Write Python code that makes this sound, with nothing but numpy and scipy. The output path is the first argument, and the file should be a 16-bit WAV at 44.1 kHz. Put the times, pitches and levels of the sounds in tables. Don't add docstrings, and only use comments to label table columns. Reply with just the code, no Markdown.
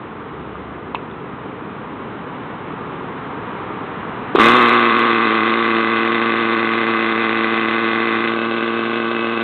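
import sys
import numpy as np
from scipy import signal
from scipy.fft import rfft, irfft
from scipy.io import wavfile
from scipy.ndimage import uniform_filter1d

SR = 44100
rng = np.random.default_rng(int(sys.argv[2]) if len(sys.argv) > 2 else 0)


def to_wav(s):
    ch = np.atleast_2d(s).T
    pcm = np.round(np.clip(ch, -1, 1) * 32767)
    wavfile.write(sys.argv[1], SR, pcm.astype(np.int16))


N = 415863
RUN_START_S = 4.397

# f/Hz, relative level/dB
CLATTER_SPECTRUM = [(30, -27), (90, -23), (170, -8), (300, 8), (600, 2), (1000, -2.5), (1800, -2),
                    (2600, 1), (3050, -3), (3550, 0.5), (4400, -9.5)]


def from_db(db):
    return 10 ** (np.asarray(db) / 20)


def seconds():
    return np.arange(N) / SR


def evened(x):
    running = 1.0 * (seconds() > RUN_START_S)
    power = uniform_filter1d(x * x, size=SR // 4) / (uniform_filter1d(running, size=SR // 4) + 1e-9)
    return x / np.sqrt(np.abs(power) + 1e-4 * np.mean(x * x))


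def colour(x, spectrum):
    size = 2 ** 19
    hz, db = np.transpose(spectrum)
    bin_hz = np.arange(size // 2 + 1) * SR / size
    gain = from_db(np.interp(np.log(bin_hz + 1), np.log(hz), db))
    cepstrum = irfft(np.log(gain))
    cepstrum[1:size // 2] *= 2
    cepstrum[size // 2 + 1:] = 0
    return irfft(rfft(x, size) * np.exp(rfft(cepstrum)))[:N]


def noise(spectrum):
    x = colour(rng.standard_normal(N), spectrum)
    return x / x.std()


def resonance(x, hz, width_hz):
    r = np.exp(-np.pi * width_hz / SR)
    feedback = [1, -2 * r * np.cos(2 * np.pi * hz / SR), r * r]
    return signal.lfilter(np.array([1, 0, -1]) * (1 - r * r) / 2, feedback, x + 1e-18)


def clicks(times, db, jitter_s):
    at = np.round((times + jitter_s * rng.standard_normal(len(times))) * SR).astype(int)
    return np.bincount(at, from_db(db), minlength=N)[:N]


def knocks(rows):
    out, t = np.zeros(N), np.arange(SR // 10) / SR
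    for s, hz, db, swell_s in rows:
        age, at = t / swell_s, int(s * SR)
        out[at:at + len(t)] += from_db(db) * age * np.exp(1 - age) * np.sin(2 * np.pi * hz * t)
    return out


def gas_bursts(fronts, decay_s, swell_s):
    r = np.exp(-1 / (decay_s * SR))
    decaying = signal.lfilter([1], [1, -r], fronts + 1e-18)
    flow = uniform_filter1d(decaying, int(swell_s * SR) + 1)
    return np.sqrt(1 - r * r) * flow * rng.standard_normal(N)


def background(swell_from_s=1.2, rumble_db_per_s=.99, rush_db_per_s=2.0, sink_db=-13, sink_s=.38):
    # f/Hz, relative level/dB
    rumble_spectrum = [(15, -51.5), (25, -33), (59, -13), (86, -9), (109, -3), (166, -1.5), (303, 0.5),
                       (338, -3.5), (382, -1), (438, -1), (516, -5.5), (552, -10), (650, -13.5),
                       (840, -43.5), (1430, -120)]
    # f/Hz, relative level/dB
    rush_spectrum = [(320, -49.5), (550, -13), (694, -6.5), (962, -2), (1190, -2), (1670, -10.5),
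                     (2140, -14.5), (2390, -16.5), (2910, -19.5), (3640, -25.5), (4290, -32.5),
                     (5580, -74.5), (9440, -120)]
    swelling_s = np.clip(seconds(), swell_from_s, RUN_START_S) - swell_from_s
    rumble = from_db(-32.5 + rumble_db_per_s * swelling_s) * noise(rumble_spectrum)
    rush = from_db(-35 + rush_db_per_s * swelling_s) * noise(rush_spectrum)
    recede = from_db(sink_db * np.clip((seconds() - RUN_START_S) / sink_s, 0, 1))
    return recede * (rumble + rush + hum())


def hum(hz=70, fade_s=.12):
    # t/s, length/s, level/dB
    spells = [(.28, 0.53, -44.5), (1.05, 0.39, -54)]
    t = seconds()
    level = sum(from_db(db) * np.clip(np.minimum(t - s, s + length_s - t) / fade_s, 0, 1)
                for s, length_s, db in spells)
    return level * np.sqrt(2) * np.sin(2 * np.pi * hz * t)


def igniter():
    # t/s, f/Hz, peak level/dB, attack/s
    contacts = [(.555, 1180, -20, 0.00065), (.9470, 965, -7.5, 0.00074), (.9482, 3280, -13, 0.00011),
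                (.9522, 2600, -17.5, 0.00051), (.9545, 2670, -18, 0.00032), (.9572, 2570, -21, .0008),
                (1.112, 3500, -38, .001)]
    return knocks(contacts)


def first_pops(spit_db=9, low_cut_hz=130):
    # t/s, f/Hz, peak level/dB, attack/s
    pops = [(4.35, 379, 1.5, 0.0019), (4.358, 1140, 1, 0.00041), (4.3688, 1160, -9.5, 0.0022),
            (4.3829, 403, -3, 0.0011), (4.3881, 1180, 1, 0.00073)]
    times, _, db, _ = np.transpose(pops)
    spit = gas_bursts(clicks(times, db + spit_db, jitter_s=0), decay_s=.018, swell_s=.004)
    low_cut = signal.butter(2, low_cut_hz, "high", fs=SR, output="sos")
    return signal.sosfilt(low_cut, knocks(pops) + colour(spit, CLATTER_SPECTRUM))


def crank_speed(hunt_share=.0135):
    # t/s, turn rate/Hz
    flare = [(4.39, 110.4), (4.44, 111.5), (4.472, 117.8), (4.582, 123.2), (4.632, 117.5), (4.772, 120),
             (4.91, 113.3), (4.97, 117.5), (5.35, 111)]
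    # t/s, turn rate/Hz
    idle = [(5.4, 110.5), (5.52, 115.1), (5.88, 112.3), (6.08, 114.4), (7.3, 112.3), (9.23, 115.3),
            (9.3, 114.4)]
    times, turn_hz = np.vstack([flare, idle]).T
    hunt = resonance(rng.standard_normal(N), hz=8, width_hz=11)
    return np.interp(seconds(), times, turn_hz) * (1 + hunt_share * hunt / hunt.std())


def firings(kick_s=.00006, inertia=.58, uneven_at_first=.78, uneven_growth_per_s=.1):
    turns = np.cumsum(crank_speed() * (seconds() > RUN_START_S)) / SR
    times = seconds()[np.searchsorted(turns, np.arange(int(turns[-1]) + 1) + 1e-9)]
    burn = signal.lfilter([1, -1], [1], rng.standard_normal(len(times)))
    burn = np.tanh(.54 * burn / burn.std() + .45)
    unevenness = uneven_at_first + uneven_growth_per_s * (times - RUN_START_S)
    burn = (burn - burn.mean()) / burn.std() * unevenness
    early_s = kick_s * signal.lfilter([0, 1], [1, -inertia], burn)
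    return times - early_s, burn


def clatter(times, burn, lead_s=.001):
    strength_db = 2.5 * burn + 2.0 * rng.standard_normal(len(times))
    hits = clicks(times - lead_s, strength_db, jitter_s=.00034)
    rattle = gas_bursts(hits, decay_s=.01, swell_s=.00054)
    return evened(colour(rattle, CLATTER_SPECTRUM))


def crack(times, burn, fronts, hollow):
    # delay/s, relative level/dB
    echoes = [(.0021, -5), (.0041, -14.5)]
    # f/Hz, relative level/dB
    full_spectrum = [(50, -47), (200, -7), (500, -9), (900, -2), (1300, 0), (1650, 1.5), (2050, 8),
                     (2200, -6.5), (2500, 6), (3100, -26), (3550, -20.5), (4500, -12.5)]
    # f/Hz, relative level/dB
    hollow_spectrum = [(50, -42), (200, -13), (550, 9), (900, -4), (1400, 3.5), (1600, -3.5), (1800, -10.5),
                       (2300, -4.5), (2900, -4.5), (3300, -28), (4500, -7)]
    bounces = sum(clicks(times + delay_s, burn + db, jitter_s=.00006) for delay_s, db in echoes)
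    spurt = from_db(-12.5) * gas_bursts(fronts, decay_s=.00035, swell_s=.0062)
    blowdown = bounces + fronts + spurt
    full_crack = evened(colour(blowdown, full_spectrum))
    hollow_crack = evened(colour(blowdown, hollow_spectrum))
    return (1 - hollow) * full_crack + hollow * hollow_crack


def shell(fronts, hollow):
    # f/Hz, width/Hz, relative level/dB, change when hollow/dB
    modes = [(770, 44, -5, -1.5), (1518, 81, 1.5, 0.5), (2010, 48, -2.5, 0), (2588, 13, 0, 4),
             (3520, 47, -10.5, -12)]
    return evened(sum(from_db(db + hollow * change_db) * resonance(fronts, hz, width_hz)
                      for hz, width_hz, db, change_db in modes))


def puff(times, burn, delay_s=.0001, uneven_db=1.05):
    # f/Hz, relative level/dB
    puff_spectrum = [(40, -48), (80, -24), (113, -18.5), (175, -8.5), (222, -1.5), (340, -1), (455, -6),
                     (565, -13), (700, -25), (1200, -55.5), (3000, -73)]
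    pulses = clicks(times + delay_s, uneven_db * burn, jitter_s=.00003)
    return evened(colour(pulses, puff_spectrum))


def pipe_ring(times, burn, delay_s=.002277, choke_db=12, full_below=.44, uneven_db=1.2):
    # f/Hz, width/Hz
    chambers = [(1095, 187), (1195, 250)]
    strength_db = uneven_db * rng.standard_normal(len(times)) - choke_db * np.maximum(burn - full_below, 0)
    ring = clicks(times + delay_s, strength_db, jitter_s=.00021)
    for hz, width_hz in chambers:
        ring = resonance(ring, hz, width_hz)
    return evened(ring)


def fader(layer, hollow):
    mix = {"puff": (-20.5, 8, 0.22, -0.48, -0.5), "pipe": (-23.5, 12.5, .85, -.5, -2),
           "crack": (-24.5, 10, 0.34, 0.11, -3.5), "metal": (-27.5, 10.5, 0.39, -0.18, -0.5),
           "clatter": (-25, 11.5, .5, -0.25, -2)}
    idle_db, extra_db, settle_s, drift_db_per_s, change_db = mix[layer]
    age = np.maximum(seconds() - RUN_START_S, 0)
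    settling_db = extra_db * np.exp(-age / settle_s)
    return from_db(idle_db + settling_db + drift_db_per_s * age + change_db * hollow)


def engine(front_lag_s=.00013, hollow_at_s=8.34, hollow_onset_s=.04):
    hollow = np.exp(np.minimum(seconds() - hollow_at_s, 0) / hollow_onset_s)
    times, burn = firings()
    front_times = times + front_lag_s * burn + .00008 * rng.standard_normal(len(times))
    fronts = -clicks(front_times, 3.6 * burn, jitter_s=0)
    layers = {"puff": puff(times, burn),
              "pipe": pipe_ring(times, burn),
              "crack": crack(front_times, burn, fronts, hollow),
              "metal": shell(fronts, hollow),
              "clatter": clatter(times, burn)}
    return sum(fader(layer, hollow) * sound for layer, sound in layers.items())


def room(x, wet_db=-15, t60_s=.13, predelay_s=.008):
    t = np.arange(SR // 2) / SR
    tail = rng.standard_normal(len(t)) * from_db(-60 * t / t60_s) * (t > predelay_s)
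    send = signal.sosfilt(signal.butter(2, 550, "high", fs=SR, output="sos"), x)
    return x + from_db(wet_db) * signal.fftconvolve(send, tail / np.linalg.norm(tail))[:N]


def scene():
    return (room(engine() + first_pops() + igniter()) + background())[None]


def record(dry, input_top=.73, ceiling=.7, band_edge_hz=4096, cutoff_hz=15900):
    microphone = signal.sosfilt(signal.butter(4, 5200, fs=SR, output="sos"), dry)
    saturated = microphone / (1 + (microphone / input_top) ** 6) ** (1 / 6)
    dc_blocked = signal.sosfilt(signal.butter(1, 20, "high", fs=SR, output="sos"), saturated)
    band_filter = signal.firwin(161, band_edge_hz, window=("kaiser", 8), fs=SR)
    narrow = signal.fftconvolve(dc_blocked, band_filter[None], "same")
    clipped = np.clip(narrow, -ceiling, ceiling)
    return signal.fftconvolve(clipped, signal.firwin(255, cutoff_hz, fs=SR)[None], "same")


dry = scene()
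out = record(dry)
to_wav(out)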